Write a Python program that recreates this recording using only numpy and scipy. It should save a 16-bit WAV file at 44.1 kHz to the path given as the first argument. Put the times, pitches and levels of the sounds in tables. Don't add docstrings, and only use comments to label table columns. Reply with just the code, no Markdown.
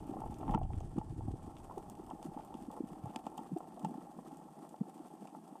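import sys
import numpy as np
from scipy import signal
from scipy.fft import rfft, irfft
from scipy.io import wavfile

SR = 44100
rng = np.random.default_rng(int(sys.argv[2]) if len(sys.argv) > 2 else 0)


def int16_out(signal):
    q = np.round(np.clip(np.atleast_2d(signal).T, -1, 1) * 32767)
    wavfile.write(sys.argv[1], SR, q.astype(np.int16))


N = 246959
TIME = np.arange(N) / SR

# (frequency [Hz], relative level [dB])
HOUSING_COLOUR = [(70, -71.5), (250, -24.5), (470, -14.5), (600, -9.5), (690, -2.5), (775, -0.5), (865, 6),
                  (985, -13), (1100, -11), (1310, -21), (1560, -43.5), (1850, -27), (2150, -45.5),
                  (4000, -71)]
# (frequency [Hz], relative level [dB])
PEBBLE_COLOUR = [(100, -57), (400, -62), (1000, 10.5), (1850, 1.5), (2150, 6), (2800, 12), (3500, 10),
                 (4050, -0.5), (4700, 4.5), (6200, 5), (8500, 7.5), (11000, -6.5), (15500, -7)]
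# (time of the crest [s], rise [s], rolling gain [dB], rattling gain [dB], scrape level [dB])
STONE_SLIDES = [(0.17, 1, 5, -1, -75.5), (0.513, 0.057, 8, 9.5, -66.5), (2.422, 0.063, 2, 3, -70.5),
                (2.787, 0.035, -2.5, 6.5, -85), (3.11, 0.094, 0.5, 2, -71), (3.89, 0.079, 7.5, 5, -98)]


def thuds(gain_db=0, lowest_share=0.58):
    # (time of the crest [s], level [dB], pitch [Hz], swell length [cycles])
    blows = [(0.097, -32, 275, 0.65), (0.3, -37, 213, 0.52), (0.444, -39.5, 278, .7),
             (0.487, -31, 228, 0.5), (0.503, -27.5, 195, 0.57), (0.527, -44, 247, 0.67),
             (0.551, -23, 156, .35), (0.558, -23, 230, 0.26), (0.57, -34, 174, .4), (0.963, -32, 235, 0.43),
             (0.981, -32, 326, 1.2), (0.984, -25.5, 187, 0.54), (1.109, -58, 260, 0.75),
             (1.194, -36.5, 288, 0.34), (1.283, -35.5, 264, 0.76), (1.31, -32, 169, 0.17),
             (1.341, -36, 280, 0.35), (1.48, -38.5, 298, 0.48), (1.777, -35.5, 389, 1.37),
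             (2, -41, 378, 1.4), (2.137, -36, 252, 0.57), (2.257, -35.5, 267, 0.65),
             (2.289, -40.5, 174, 0.8), (2.369, -37.5, 270, 0.71), (2.552, -35.5, 260, 0.63),
             (2.687, -35, 242, 0.73), (2.807, -27.5, 290, .53), (2.841, -33, 233, 0.67),
             (2.921, -42.5, 173, 1.1), (2.97, -44, 255, 0.66), (3.044, -33, 129, 0.36),
             (3.07, -41, 124, 0.8), (3.165, -36.5, 234, 0.58), (3.27, -34.5, 238, 0.44),
             (3.394, -39, 230, 0.7), (3.52, -33.5, 253, .6), (3.535, -33.5, 169.5, 1.26),
             (3.566, -32.5, 337, 1.13), (3.836, -38, 227, 0.41), (3.847, -33, 181, 0.87),
             (3.87, -39, 178, 1.5), (3.957, -37.5, 229, 0.73), (3.983, -37.5, 295, 0.86),
             (4.19, -38.5, 208, 0.62), (4.329, -41.5, 264, 1.16), (4.457, -46.5, 255, 0.91),
             (4.629, -46, 264, 0.85), (4.815, -25, 202, 0.73), (5.004, -42.5, 305, 1.4),
             (5.528, -43, 263, 0.72)]
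    out = np.zeros(N)
    for (s, db, hz, cycles), phase in zip(blows, rng.random(len(blows))):
        high_pass = signal.butter(10, lowest_share * hz, "high", fs=SR, output="sos")
        push = signal.sosfiltfilt(high_pass, thud(hz, cycles / hz, phase))
        push = amp(db + gain_db) * push
        add(out, s - len(push) / 2 / SR, push)
    return out


def knocks(gain_db=-3.0, usual_db=-34, brightening=0.31, bounce_db=-14, bounce_stretch=1.7,
           usual_settle_s=0.004, hardening=0.405):
    # (time [s], peak level before the shared gain [dB], pitch of the blow [Hz])
    blows = [(0.137, -35.5, 696), (0.167, -33, 760), (0.218, -31.5, 904), (0.237, -34.5, 810),
             (0.26, -36, 880), (0.43, -34, 830), (0.466, -53, 855), (0.479, -31, 910), (0.494, -27, 780),
             (0.518, -34.5, 765), (0.527, -30.5, 810), (0.54, -22.5, 840), (0.547, -24, 944),
             (0.576, -27.5, 810), (0.614, -32, 657), (0.704, -37.5, 815), (0.807, -36.5, 856),
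             (0.982, -33, 835), (1.013, -35, 850), (1.208, -39, 875), (1.281, -40, 710), (1.604, -47, 890),
             (1.697, -38, 900), (1.71, -38, 1070), (1.777, -33.5, 683), (2.093, -42, 1050),
             (2.11, -32, 820), (2.227, -41.5, 885), (2.345, -40, 770), (2.373, -34, 850), (2.397, -39, 870),
             (2.524, -42.5, 940), (2.54, -38.5, 846), (2.703, -40, 820), (2.773, -37.5, 850),
             (3.057, -36.5, 796), (3.077, -40.5, 830), (3.146, -39.5, 860), (3.16, -28.5, 840),
             (3.267, -27.5, 857), (3.378, -36, 820), (3.39, -34, 874), (3.565, -36.5, 585),
             (3.605, -35, 820), (3.775, -38, 725), (3.847, -26.5, 844), (3.94, -40, 780), (3.984, -48, 766),
             (4.189, -37.5, 715), (4.742, -36, 790), (5.254, -40.5, 850), (5.349, -37, 906),
             (5.554, -39, 846)]
    usual_hz = 820
    out = np.zeros(N)
    for (s, db, hz), gaps in zip(blows, rng.uniform(0.607, 3.5, (len(blows), 2))):
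        settle_s = usual_settle_s * amp(-hardening * max(db - usual_db, 0))
        touch = contact(soft_s=.00005, scatter=.9, scatter_s=settle_s)
        shift = (hz / usual_hz) ** .5
        housing = ring(HOUSING_COLOUR, shift=shift, tilt_db=brightening * (db - usual_db))
        knock = signal.fftconvolve(touch, housing)
        knock *= amp(db + gain_db) / np.abs(knock).max()
        add(out, s, knock)
        bounce_delays = np.cumsum(gaps) * bounce_stretch * settle_s
        for k, delay in enumerate(bounce_delays):
            add(out, s + delay, amp(bounce_db) / (k + 1) * knock)
    return out


def rolling(avalanches, gain_db=-55.5, settle_db_per_s=0.25, small_settle_db_per_s=0.7, clumping=0.59,
            low_hz=165, high_hz=390, cycles=0.61, lowest_hz=142, highest_hz=440, count=14):
    out = np.zeros(N)
    for hz in np.geomspace(low_hz, high_hz, count):
        taps = impacts(per_s=20, spread_db=2.5, limit=2)
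        resting = amp(-small_settle_db_per_s * TIME * (hz / high_hz) ** 4)
        stone = thud(hz, cycles / hz, rng.random())
        out += resting * evened(signal.oaconvolve(taps, stone, "same"))
    band = signal.butter(10, [lowest_hz, highest_hz], "band", fs=SR, output="sos")
    out = signal.sosfilt(band, out)
    motion = stirring(settle_db_per_s, [roll_db for _, _, roll_db, _, _ in STONE_SLIDES])
    return amp(gain_db) * motion * evened(out * avalanches ** clumping)


def rattling(avalanches, motion, gain_db=-55.0, drop_share=0.3, lull_share=2.0, count=24):
    pushes = np.zeros(N)
    shifts = rng.permutation(np.geomspace(.93, 1.03, count))
    for soft_s, shift in zip(np.geomspace(.00002, .0002, count), shifts):
        touch = contact(soft_s, scatter=1.0, scatter_s=.0025)
        knock = signal.fftconvolve(touch, ring(HOUSING_COLOUR, shift=shift))
        taps = impacts(per_s=21, spread_db=3, limit=2.2)
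        pushes += evened(signal.oaconvolve(taps, knock)[:N])
    return amp(gain_db) * motion * lull(drop_share, lull_share) * evened(pushes * np.sqrt(avalanches))


def clicks(gain_db=11.0, crack_s=0.0022, lift_db=6, sharpness=7,
           chatter_s=0.018, chatter_db=-53, rebound_db=-5):
    # (time [s], level before the shared gain [dB], tilt [dB per octave], pitch of the pebble [Hz])
    pebbles = [(0.3427, -50.5, 1, 6100), (0.48, -47, -12, 2200), (0.4948, -50, -7.5, 2200),
               (0.5103, -48, 2, 3300), (0.538, -46, -9, 2380), (0.5469, -39.5, -3.5, 2150),
               (0.5488, -36, -11, 2250), (0.578, -47, -13, 2400), (0.5877, -55.5, 17, 8540),
               (0.633, -52.5, -3.5, 3020), (0.704, -69, 11, 2800), (0.734, -49, -8.5, 2920),
               (0.8045, -51, 1, 6300), (0.985, -49.5, 1, 2870), (1.568, -49, -5.5, 3400),
               (1.781, -49, 5, 8900), (1.899, -43, 8.5, 3300), (2.1019, -50.5, 0.5, 2840),
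               (2.2283, -47, 3.5, 4250), (2.449, -51.5, 11, 12000), (2.542, -50, -0.5, 3240),
               (2.715, -50.5, 7, 3300), (3.1605, -32.5, -3.5, 4550), (3.2665, -45.5, -0.5, 2450),
               (3.3774, -44, 8, 3100), (3.3808, -43.5, -0.5, 3120), (3.585, -48.5, 11, 8500),
               (3.7947, -50.5, 6, 3180), (3.8478, -42, 0, 1900), (3.852, -47, -2, 2800),
               (4.371, -50.5, 7, 7000), (4.692, -52, 8, 8200), (5.273, -49, -0.5, 2590)]
    out, t = np.zeros(N), np.arange(2048) / SR
    for (s, db, tilt_db, hz), grit in zip(pebbles, rng.standard_normal((len(pebbles), len(t)))):
        colour = ring(PEBBLE_COLOUR, tilt_db=tilt_db)
        own_pitch = signal.lfilter(*signal.iirpeak(hz, sharpness, fs=SR), colour)
        colour = colour + (amp(lift_db) - 1) * own_pitch
        touch = contact(soft_s=.000005, scatter=.9, scatter_s=crack_s)
        crack = signal.fftconvolve(touch, colour)
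        chatter = signal.fftconvolve(grit * np.abs(grit) * np.exp(-t / chatter_s), colour)
        add(out, s, amp(db + gain_db) * crack / np.linalg.norm(crack))
        rest_db = min(chatter_db, db + rebound_db)
        add(out, s, amp(gain_db + rest_db) * chatter / np.linalg.norm(chatter))
    return out


def scraping(avalanches, tilt_db=-8):
    taps = impacts(per_s=600, spread_db=4.5, limit=3)
    grind = evened(signal.oaconvolve(taps * avalanches, ring(PEBBLE_COLOUR, tilt_db=tilt_db))[:N])
    level = sum(amp(db) * slide(s, rise_s) for s, rise_s, _, _, db in STONE_SLIDES)
    return level * lull() * grind


def gravel(motion, gain_db=-82, crack_s=0.003, ring_db=-20, ring_s=0.013, dull_db=-3, bright_db=8, count=8):
    out, t = np.zeros(N), np.arange(2048) / SR
    fade = np.exp(-t / crack_s) + amp(ring_db) * np.exp(-t / ring_s)
    for tilt_db in np.linspace(dull_db, bright_db, count):
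        burst = rng.standard_normal(len(t)) * fade
        crack = signal.fftconvolve(burst, ring(PEBBLE_COLOUR, tilt_db=tilt_db))
        taps = impacts(per_s=1.2, spread_db=4, limit=2)
        out += signal.oaconvolve(taps, evened(crack))[:N]
    return amp(gain_db) * motion * lull() * evened(out)


def crackle(avalanches, motion, wash_db=-74, tick_db=-75.0, tail_db=-17, tail_s=0.014, follow=0.2, count=24):
    # (frequency [Hz], relative level [dB])
    grit_colour = [(600, -12.5), (1500, -4), (1850, -3.5), (2100, -8.5), (2800, -6.5), (3400, -6),
                   (4000, -13), (4600, -8.5), (5200, -10), (7200, -8), (8500, -2), (11000, -10.5),
                   (12400, -9.5), (15500, -22)]
    ticks, t = np.zeros(N), np.arange(1024) / SR
    fade = np.exp(-t / 0.00015) + amp(tail_db) * np.exp(-t / tail_s)
    for tilt_db in np.linspace(-4, 2, count):
        burst = rng.standard_normal(len(t)) * fade
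        tick = signal.fftconvolve(burst, ring(grit_colour, tilt_db=tilt_db))
        taps = impacts(per_s=8, spread_db=5, limit=2.8)
        ticks += evened(signal.oaconvolve(taps, tick)[:N])
    wash = through(rng.standard_normal(N), grit_colour) * avalanches ** .3
    grains = amp(wash_db) * wash + amp(tick_db) * evened(ticks * avalanches)
    return lull(low_share=0.18) * motion ** follow * grains


def surge(gain_db=1):
    # (frequency [Hz], relative level [dB])
    rumble_colour = [(6, -10), (20, 2), (42, 3), (60, -0.5), (85, 0.5), (125, 2.5), (170, -5.5), (260, -22),
                     (500, -72)]
    # (time of the crest [s], level before the gain [dB], rise [s], fall [s])
    surges = [(0.26, -46.5, 0.023, 0.052), (0.62, -42, 0.12, 0.18), (1.25, -42.5, 0.079, 0.08)]
    wake_s, wake_peak_db, still_db = 1, -51, -99
    wake_rise_db_per_s, wake_fall_db_per_s = 5.5, 9
    wake_db = wake_peak_db - np.maximum(wake_rise_db_per_s * (wake_s - TIME),
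                                        wake_fall_db_per_s * (TIME - wake_s))
    pushes = [amp(db) * swell(s, rise_s, fall_s) for s, db, rise_s, fall_s in surges]
    pressure = np.sqrt(np.sum(np.square(pushes), axis=0) + amp(wake_db) ** 2 + amp(still_db) ** 2)
    return amp(gain_db) * pressure * through(rng.standard_normal(N), rumble_colour)


def buffets(cycles=0.6):
    # (time of the crest [s], level [dB], pitch [Hz])
    bumps = [(0.516, -31.5, 34.2), (0.59, -35, 129), (0.622, -38.5, 34.4), (0.654, -35.5, 155),
             (0.7, -37, 87), (0.732, -53, 96), (0.777, -29.5, 84), (0.821, -39, 72), (0.846, -36.5, 124),
             (1.108, -34.5, 129), (1.194, -36, 104), (1.22, -45, 106), (1.288, -39, 90),
             (1.341, -38.5, 116)]
    out = np.zeros(N)
    for (s, db, hz), phase in zip(bumps, rng.random(len(bumps))):
        push = amp(db) * thud(hz, cycles / hz, phase)
        add(out, s - len(push) / 2 / SR, push)
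    return out


def top_hiss(gain_db=-85, follow=5.3):
    # (frequency [Hz], relative level [dB])
    airy_colour = [(6000, -37.5), (10000, -30.5), (11300, -22), (12400, -8.5), (14000, -10.5), (15500, -24)]
    side = amp(gain_db) * lull() ** follow * through(rng.standard_normal(N), airy_colour)
    return np.array([side, -side])


def housed(x):
    # (frequency [Hz], width [Hz], lift [dB])
    modes = [(319, 34, 4), (433, 25, -8.5), (470, 54, 5.5), (769, 6.5, 6), (1060, 30, 4), (1340, 65, 7.5),
             (1850, 53, 0), (1990, 160, -2.5)]
    out = x.copy()
    for hz, width_hz, db in modes:
        out += (amp(db) - 1) * signal.lfilter(*signal.iirpeak(hz, hz / width_hz, fs=SR), x)
    return out


def thud(hz, half_s, phase, rise_share=0.87, glide=0.013, overtone_db=-21, overtone=2.05):
    t = np.arange(-SR // 16, SR // 16) / SR
    u = t / half_s
    turns = hz * (t + glide * half_s * (np.hypot(1, u) - 1)) + phase
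    body = np.exp(-.5 * (u / np.where(u < 0, rise_share, 2 - rise_share)) ** 2)
    faint = amp(overtone_db) * body ** 2 * np.cos(2 * np.pi * overtone * turns)
    return body * np.cos(2 * np.pi * turns) + faint


def contact(soft_s, scatter, scatter_s):
    t = np.arange(1024) / SR
    push = scatter * rng.standard_normal(len(t)) * np.exp(-t / scatter_s) / np.sqrt(scatter_s * SR / 2)
    push[0] = 1
    return signal.fftconvolve(push, t * np.exp(-t / soft_s))[:len(t)]


def impacts(per_s, spread_db, limit):
    size = amp(spread_db * np.minimum(rng.exponential(1, N), limit))
    return size * rng.choice([-1, 1], N) * (rng.random(N) < per_s / SR)


def ring(points, shift=1, tilt_db=0, size=8192):
    hz, db = np.transpose(points)
    octave = np.log2(np.abs(np.fft.fftfreq(size, 1 / SR)) + 1)
    tilted_db = db + tilt_db * np.log2(hz / hz[0])
    log_gain = np.log(amp(np.interp(octave, np.log2(hz * shift), tilted_db)))
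    response = np.fft.ifft(np.exp(np.conj(signal.hilbert(log_gain)))).real[:size // 2]
    return response / np.abs(response).max()


def through(x, points, shift=1):
    return evened(signal.oaconvolve(x, ring(points, shift))[:N])


def clumps(per_s, depth_db):
    hz = np.fft.rfftfreq(N, 1 / SR)
    wander = irfft(rfft(rng.standard_normal(N)) * (hz / per_s) ** .5 * np.exp(-hz / per_s), N)
    return evened(amp(depth_db * np.clip(evened(wander), -2.5, 2.2)))


def stirring(settle_db_per_s, gains_db):
    slides_db = sum(db * slide(s, rise_s) for (s, rise_s, *_), db in zip(STONE_SLIDES, gains_db))
    return amp(slides_db - settle_db_per_s * TIME)


def slide(crest_s, rise_s, fall_share=0.34):
    return swell(crest_s, rise_s, fall_share * rise_s)


def swell(crest_s, rise_s, fall_s):
    return np.exp(-.5 * ((TIME - crest_s) / np.where(TIME < crest_s, rise_s, fall_s)) ** 2)


def lull(drop_share=1, low_share=1):
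    start_s, drop_db, drop_recover_s = 0.553, -15, 0.06
    low_db, end_s, low_recover_s = -3, 1.48, 0.12
    since = TIME - start_s
    drop = np.exp(-np.abs(since) / drop_recover_s)
    low = .5 - .5 * np.tanh((TIME - end_s) / low_recover_s)
    return amp((since > 0) * (drop_share * drop_db * drop + low_share * low_db * low))


def dulled(x, above_hz=11000, follow=2.5):
    low = signal.sosfiltfilt(signal.butter(4, above_hz, fs=SR, output="sos"), x)
    return low + (x - low) * lull(drop_share=0.27, low_share=follow)


def amp(db):
    return 10 ** (np.asarray(db) / 20)


def evened(x):
    return x / np.sqrt(np.mean(x ** 2) + 1e-20)


def add(mix, s, sound):
    part = mix[max(round(s * SR), 0):][:len(sound)]
    part += sound[:len(part)]


def scene(settle_db_per_s=0.93):
    avalanches = clumps(per_s=14, depth_db=3)
    motion = stirring(settle_db_per_s, [rattle_db for _, _, _, rattle_db, _ in STONE_SLIDES])
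    grit = dulled(crackle(avalanches, motion) + gravel(motion) + scraping(avalanches))
    bed = rolling(avalanches) + rattling(avalanches, motion) + grit
    water = surge() + buffets()
    return housed(water + bed + thuds() + knocks() + clicks()) + top_hiss()


def record(dry, edge_hz=15450):
    low_pass = signal.firwin(511, edge_hz, window=("kaiser", 8), fs=SR)
    return signal.oaconvolve(dry, low_pass[None], "same", axes=1)


dry = scene()
out = record(dry)
int16_out(out)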